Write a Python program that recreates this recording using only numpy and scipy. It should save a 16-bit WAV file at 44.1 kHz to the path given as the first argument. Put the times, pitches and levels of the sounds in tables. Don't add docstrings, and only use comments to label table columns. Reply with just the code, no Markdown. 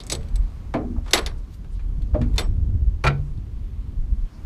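import sys
import numpy as np
from scipy import signal
from scipy.io import wavfile
from scipy.ndimage import uniform_filter1d

SR = 44100
rng = np.random.default_rng(int(sys.argv[2]) if len(sys.argv) > 2 else 0)


def voltage_ratio(decibels):
    exponent = np.asarray(decibels, float) / 20
    return 10 ** exponent


def master(y):
    cut = np.clip(np.atleast_2d(y).T, -1, 1)
    pcm = np.round(cut * 32767)
    wavfile.write(sys.argv[1], SR, pcm.astype(np.int16))


N = 196641


def band(x, lo_hz, hi_hz, order=2):
    edges = [lo_hz, min(hi_hz, .45 * SR)]
    return signal.sosfilt(signal.butter(order, edges, "bandpass", fs=SR, output="sos"), x)


def unit(x):
    return x / np.sqrt(np.mean(x ** 2))


def walk(rate_hz):
    hold = int(SR / rate_hz)
    steps = np.repeat(rng.standard_normal(N // hold + 1), hold)
    return 0.87 * uniform_filter1d(uniform_filter1d(steps, hold), hold)[:N]


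def curves(table):
    s, *columns = np.transpose(table)
    return [np.interp(np.arange(N) / SR, s, column) for column in columns]


# t/s, level/dB
RUSTLE = [(0.0, -54), (0.55, -56.5), (0.86, -59), (1.18, -61), (1.33, -59.5), (1.5, -61), (2.13, -62.5),
          (2.33, -57.5), (2.51, -61.5), (2.77, -64), (3.17, -60), (3.33, -62), (4.11, -61.5), (4.46, -56.5)]


def rustle():
    return curves(RUSTLE)[0]


# t/s, gust level/dB, fine turbulence level/dB
GUSTS = [(0.0, -39.5, 3.5), (0.12, -35, 4), (0.27, -30, 0.5), (0.43, -24.5, -6.5), (0.58, -35, 2.5),
         (0.86, -32, 2), (1.19, -27.5, -5.7), (1.35, -27.5, -1.5), (1.51, -38, 5.2), (1.76, -30.5, -3.8),
         (2.07, -24, -2.2), (2.76, -24, 7.3), (2.98, -27.5, -7), (3.5, -31, 1.2), (3.89, -30, -0.9),
         (4.1, -30.5, 4), (4.31, -46.5, 8), (4.46, -21, -15.3)]


def gusts():
    return curves(GUSTS)


# f/Hz, level/dB per Hz
HISS = [(74, -31), (125, 2.5), (224, -0.5), (253, -5), (298, -7.5), (473, -22), (579, -32.5), (978, -23.5),
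        (1100, -31.5), (4350, -41.5), (14000, -53), (15500, -60)]


def outdoor_hiss(gust_db, fine_db, rustle_db):
    edge_db = -45 + 0.6 * (gust_db + fine_db + 30.5) + 0.3 * (rustle_db + 61)
    top_db = -66 + 0.6 * (rustle_db + 59.5)
    f, density_db = np.transpose(HISS)
    groups = np.zeros((3, N))
    for hz in 130 * 2 ** np.arange(0, 7, .5):
        db = np.interp(np.log(hz), np.log(f), density_db) + 10 * np.log10(hz)
        flicker_db = (1.0 + 300 / hz) * walk(9.9)
        noise = unit(band(rng.standard_normal(N), hz / 2 ** .25, hz * 2 ** .25))
        groups[int(hz > 450) + int(hz > 2500)] += voltage_ratio(db + flicker_db) * noise
    edge, middle, top = [unit(group) for group in groups]
    return edge * voltage_ratio(edge_db) + middle * voltage_ratio(rustle_db) + top * voltage_ratio(top_db)


def wind_rumble(gust_db, fine_db):
    lumps = walk(22)
    deep_db = gust_db - 0.5 + 2.2 * lumps
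    low_db = gust_db + fine_db - 4.5 + 1.0 * lumps + 0.56 * walk(40)
    deep = band(rng.standard_normal(N) * voltage_ratio(deep_db), 21, 55, order=2)
    low = band(rng.standard_normal(N) * voltage_ratio(low_db), 51, 97, order=3)
    return voltage_ratio(29.0) * deep + voltage_ratio(24.5) * low


# t/s, peak level/dB, f/Hz
EDDIES = [(0.347, -10, 42), (0.403, -8, 38.3), (0.986, -10, 54.3), (1.266, -17, 56.5), (1.779, -15.5, 61.6),
          (1.898, -14, 32), (1.982, -14, 41), (2.035, -12, 53.7), (2.14, -7, 55), (2.194, -11, 92),
          (2.236, -15.5, 80), (2.282, -25, 36), (2.348, -11, 43), (2.45, -11.5, 39), (2.587, -10.5, 65),
          (2.631, -10, 36.3), (2.75, -10.5, 84.8), (2.825, -8.5, 64.6), (2.88, -3.5, 50),
          (2.924, -17.5, 64.5), (3.071, -12, 50), (3.147, -14.5, 69), (3.203, -14.5, 72.9),
          (3.884, -19, 61.5), (4.006, -14.5, 23.5), (4.127, -7, 49.1), (4.189, -15, 43),
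          (4.236, -11.5, 30.2),
          (0.602, -23.5, 75), (.8, -23.5, 95), (1.99, -20, 130.6), (2.349, -15, 90), (2.751, -21, 200),
           (3.38, -19, 83), (3.385, -26, 171), (3.615, -20.5, 70), (3.99, -22, 109.3)]


def eddies():
    length_cycles, roundness = 0.5, 1.2
    s, db, hz = np.transpose(EDDIES)[:, :, None]
    turns = (np.arange(N) / SR - s) * hz
    start = 2 * np.pi * rng.random((len(s), 1))
    swell = np.exp(-np.abs(turns / length_cycles) ** roundness)
    return np.sum(voltage_ratio(db - 1.0) * swell * np.cos(2 * np.pi * turns + start), axis=0)


# middle t/s, length/s, level/dB, centre f/Hz, width/octaves
SCUFFS = [(0.277, 0.081, -67, 3420, 0.97), (1.088, .07, -52, 2200, 2.6), (1.233, .06, -54, 2011, 2.2),
          (1.387, 0.035, -65, 6200, 1.3), (1.534, .05, -60.5, 4290, 1.7), (1.54, 0.077, -65.5, 8900, 1.5),
          (1.734, 0.046, -65, 8020, 0.47), (1.753, 0.065, -64, 3950, 0.83), (3.27, 0.077, -74, 7160, 0.61),
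          (3.741, 0.54, -69.5, 2504, 1.1), (4.273, 0.057, -64.5, 2177, 1.1),
          (4.35, 0.072, -64.5, 4900, 0.35)]


def scuffs():
    out, t = 0, np.arange(N) / SR
    rub = rng.standard_normal(N) * voltage_ratio(3.4 * walk(300))
    for s, length, db, hz, octaves in SCUFFS:
        swell = np.exp(-(2 * (t - s) / length) ** 2)
        half_width = 2 ** (octaves / 2)
        out = out + voltage_ratio(db) * swell * unit(band(rub, hz / half_width, hz * half_width))
    return out


def ring(drive, modes, spread):
    out = 0
    for hz, db, t60 in modes:
        for side in (-1, 1):
            r = 1000 ** (-1 / (t60 * SR))
            w = 2 * np.pi * hz * (1 + side * spread / 2) / SR
            out = out + voltage_ratio(db) * np.sin(w) * signal.lfilter([1], [1, -2 * r * np.cos(w), r * r], drive)
    return out


def bursts(times, gains, t60s, rise_s, tail_db, tail_t60, snap_db=-40):
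    power, t = np.zeros(N + SR), np.arange(SR // 3) / SR
    tail = voltage_ratio(tail_db) * 1000 ** (-t / tail_t60)
    snap = voltage_ratio(snap_db) * 1000 ** (-t / 0.0078)
    rise = 1 - np.exp(-t / rise_s)
    for s, gain, t60 in zip(times, gains, t60s):
        decay = 1000 ** (-t / max(t60, .01))
        start = int(s * SR)
        power[start:start + len(t)] += (gain * rise * (decay + tail + snap)) ** 2
    return np.sqrt(power[:N])


# f/Hz, level/dB, t60/s
LIFT = [
    [(.748, -24), (.803, -29.5), (.848, -34), (.90, -36.5), (.945, -38)],
    [(226, -6, .4), (243, 1, 0.44), (297.7, -1, 0.32), (322.7, -2, 0.32), (388, -6, .3), (418, -10, 0.23)],
]
TAP = [
    [(2.147, -20)],
    [(234.5, -4.5, 0.43), (307.4, -2, 0.18), (470, -15, 0.2), (610, -0.5, 0.15)],
]
PROP = [
    [(2.205, -21.5), (2.222, -19)],
    [(138.8, 4, 0.33), (239, -6, 0.35), (287, -12, 0.43), (313, -16, 0.38)],
]
SEAT = [
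    [(3.045, -22.5), (3.070, -17.5)],
    [(140.3, 0.5, .9), (200, -11.5, 0.31), (260.4, -5.5, 0.39), (355, -31, 0.32), (514, -25.5, .15)],
]
BAR = [
    [(3.041, -33), (3.066, -26.5), (3.074, -27)],
    [(852, -17, 0.12), (1351, 3, 0.13), (1405, -2.5, 0.15), (1497, -3, 0.18), (1603, -14, .17), (1057, -11, .15), (2006, 1.5, 0.063), (2270, 2, .09), (2395, 2.5, 0.084), (2416, -2.5, 0.08), (3500, -6, 0.13), (3820, -11, 0.13)],
]
RELEASE = [
    [(.122, -36), (.152, -36), (.19, -39), (.24, -45)],
    [(141.6, 2.5, 0.34), (268, -15, 0.33), (454.6, 0, 0.16), (555, -3, 0.2)],
]


def panel_booms():
    out = 0
    for blows, modes in (LIFT, TAP, PROP, SEAT, BAR, RELEASE):
        s, db = np.transpose(blows)
        scrape = bursts(s, voltage_ratio(db - 29.5), 0.083 + 0 * s, .001, -20.0, 0.24)
        shove = scrape * rng.standard_normal(N)
        shove[(s * SR).astype(int)] += voltage_ratio(db - 4.0)
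        push = np.hanning(int(SR / modes[-1][0]) + 3)
        out = out + ring(np.convolve(shove, push / push.sum())[:N], modes, spread=0.0073)
    return out


def colour(blows, hz, thud_db):
    s, db, centre, skirt, t60 = np.transpose(blows)
    octave = np.log2(hz / 1000)
    distance = np.maximum(centre - octave, 1.07 * (octave - centre))
    peak = voltage_ratio(db - skirt * distance)
    thud = voltage_ratio(db + thud_db - 18 * max(octave + 1, 0))
    return np.hypot(peak, thud)


# f/Hz, level/dB
BODY = [(250, -7), (400, 1), (600, 2), (1000, 2.5), (1500, -1.5), (2100, 0), (2900, -2.5), (4000, 1),
        (5600, -1.5), (7800, -2), (10500, -5), (13500, -11)]


def bodywork(blows, thud_db, slope, tail_db, snap_db, crack_db):
    out, grain = 0, voltage_ratio(2.4 * walk(700))
    times, *_, t60 = np.transpose(blows)
    for k, (hz, colour_db) in enumerate(BODY):
        lo = np.sqrt(hz * BODY[k - 1][0]) if k else 200
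        hi = np.sqrt(hz * BODY[k + 1][0]) if k < len(BODY) - 1 else 15000
        share = SR / (2 * (hi - lo))
        gains = colour(blows, hz, thud_db) * voltage_ratio(colour_db - 10.0)
        band_t60 = t60 * (2000 / hz) ** slope
        tail_t60 = 0.27 * (2000 / hz) ** 0.17
        env = bursts(times, gains, band_t60, .0001 + .9 / hz, tail_db, tail_t60, snap_db)
        drive = rng.standard_normal(N) * env * grain * np.sqrt(share)
        drive[(times * SR).astype(int) + 6] += gains * voltage_ratio(crack_db) * share
        out = out + band(drive, lo, hi, order=3)
    return out


# t/s, level/dB, peak/octaves above 1 kHz, skirt/dB per octave, t60/s
KNOCKS = [(.7388, -16, -.5, 6.5, 0.045), (.742, -25.5, 1, 21, 0.11), (.7505, -18, -0.82, 9, 0.19),
          (.780, -31, -1.3, 13, 0.15), (.962, -32.5, -0.29, 20, 0.065), (.979, -39, -0.73, 15, .085),
          (1.645, -45.5, 0.57, 4.5, 0.04), (1.7925, -45.5, 0.74, 8, 0.14), (2.1425, -21.5, -0.69, 9, 0.12),
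          (2.165, -37.5, -0.057, 11, 0.061), (2.151, -22.5, -1.38, 13, 0.25), (2.2135, -31.5, .7, 6, 0.12),
          (3.0385, -14, 0.13, 6.5, 0.13), (3.048, -17, -1.06, 4, 0.14), (3.056, -25, -.4, 20, .09),
          (3.066, -14, .9, 10, 0.12), (3.0725, -14, 1.2, 8.5, .073), (3.095, -24.5, -1.3, 10.5, 0.19)]


def dull_knocks():
    return bodywork(KNOCKS, -32, .3, -24.5, -17.0, 1.4)


UNLATCH = [(.002, -32, 2.0, 16, 0.096), (.0355, -32.5, 2.67, 23, 0.06), (.0663, -34, 2.95, 9.5, 0.095),
           (.0985, -19.5, 2.43, 10, 0.13), (.1178, -24, 3.8, 2, 0.14), (.1213, -11.5, 2.42, 13.5, .058),
           (.131, -25.5, 2, 28, 0.092), (.1505, -26.5, 2, 8, 0.042), (.208, -41, 1.55, 11, 0.04),
           (.230, -44.5, 1.7, 12, .05), (.285, -50, 2.1, 6, 0.037), (.3335, -52, 5.4, 9, 0.049),
           (.3567, -32, 2.6, 7.5, .05)]
CLANK = [(1.061, -39.5, 0.1, 6.5, 0.15), (1.0785, -39.5, 0.37, 6.5, 0.33),
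         (1.1087, -29.5, 2.55, 8.5, 0.054), (1.1329, -6.5, 1.86, 8, 0.046), (1.1341, -3.5, 1.9, 9, 0.044),
         (1.1347, -19.5, 4.3, 7, .015), (1.1402, -17, 1.2, 2, .11), (1.147, -16, 0.67, 3, 0.19),
         (1.1742, -15.5, 1.75, 12, .09), (1.187, -22, 0.53, 4, 0.044), (1.2617, -21.5, 2.0, 11, 0.1),
         (1.269, -30.5, 0.48, 11.5, 0.17)]
TICKS = [
    (2.02, -47, 1.9, 10, .09),
    (2.338, -48, 0.9, 4, .1),
    (2.358, -42.5, 0.5, 2, 0.22),
    (2.3805, -14, 1.65, 8, 0.069),
    (2.392, -25, 0.3, 1.5, 0.14),
    (2.409, -29.5, 1.6, 8, 0.082),
    (3.3744, -53.5, 2, 15, 0.033),
]
CATCH_HZ = [2060, 2196, 3590, 3770, 4230, 5464, 6400, 7200, 7951, 8140, 10160, 10360, 11130, 12100]
# level shut/dB, level while lifted/dB, level at the bar/dB, t60/s
CATCH = [(-24, -9.5, -5.5, 0.1), (-14, -13.5, -26, .09), (-24, -13, -3, .07), (-15, -7.5, -13, 0.065),
         (-21, -7.5, -2.5, 0.045), (-30, -18, -15, 0.22), (-12, -12.5, -34, 0.017), (-27, -16, -8.5, .07),
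         (-6, -16, -9, 0.15), (-15, -24.5, -24, .1), (-11, -11.5, -20, 0.086), (-12, -15.5, -9, .08),
         (-26, -11.5, -14.5, 0.057), (-28, -20.5, -19, .08)]
STAGE_S = [.5, 1.8]
STAGE_RING = (.6, 0.94, 0.91)


def catch_blows():
    thud_db = -9.5
    blows = UNLATCH + CLANK + TICKS
    times = np.transpose(blows)[0]
    strike = np.sqrt(colour(blows, 4000, thud_db) * colour(blows, 10000, thud_db))
    scatter = bursts(times, strike * voltage_ratio(-26), 0.03 + 0 * times, .0002, -29.5, 0.2)
    contact = scatter * rng.standard_normal(N)
    stage = np.digitize(np.arange(N) / SR, STAGE_S)
    levels, catch = np.array(CATCH), 0
    for k in range(3):
        modes = np.column_stack([CATCH_HZ, levels[:, k], levels[:, -1] * STAGE_RING[k]])
        catch = catch + ring(contact * (stage == k), modes, spread=0.0029)
    return bodywork(blows, thud_db, 0.32, -25, 1.5, 1.9) + catch


def scene():
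    gust_db, fine_db = gusts()
    hiss = outdoor_hiss(gust_db, fine_db, rustle())
    wind = wind_rumble(gust_db, fine_db) + eddies()
    metal = scuffs() + panel_booms() + dull_knocks() + catch_blows()
    return (hiss + wind + metal)[None]


def band_limit(x):
    return signal.sosfilt(signal.butter(12, 15650, fs=SR, output="sos"), x)


def record(dry):
    rounded = np.clip(np.tanh(dry * .7) / .7, -.9, .9)
    dull = signal.sosfilt(signal.ellip(6, .5, 60, 14700, fs=SR, output="sos"), rounded)
    return band_limit(dull)


dry = scene()
out = record(dry)
master(out)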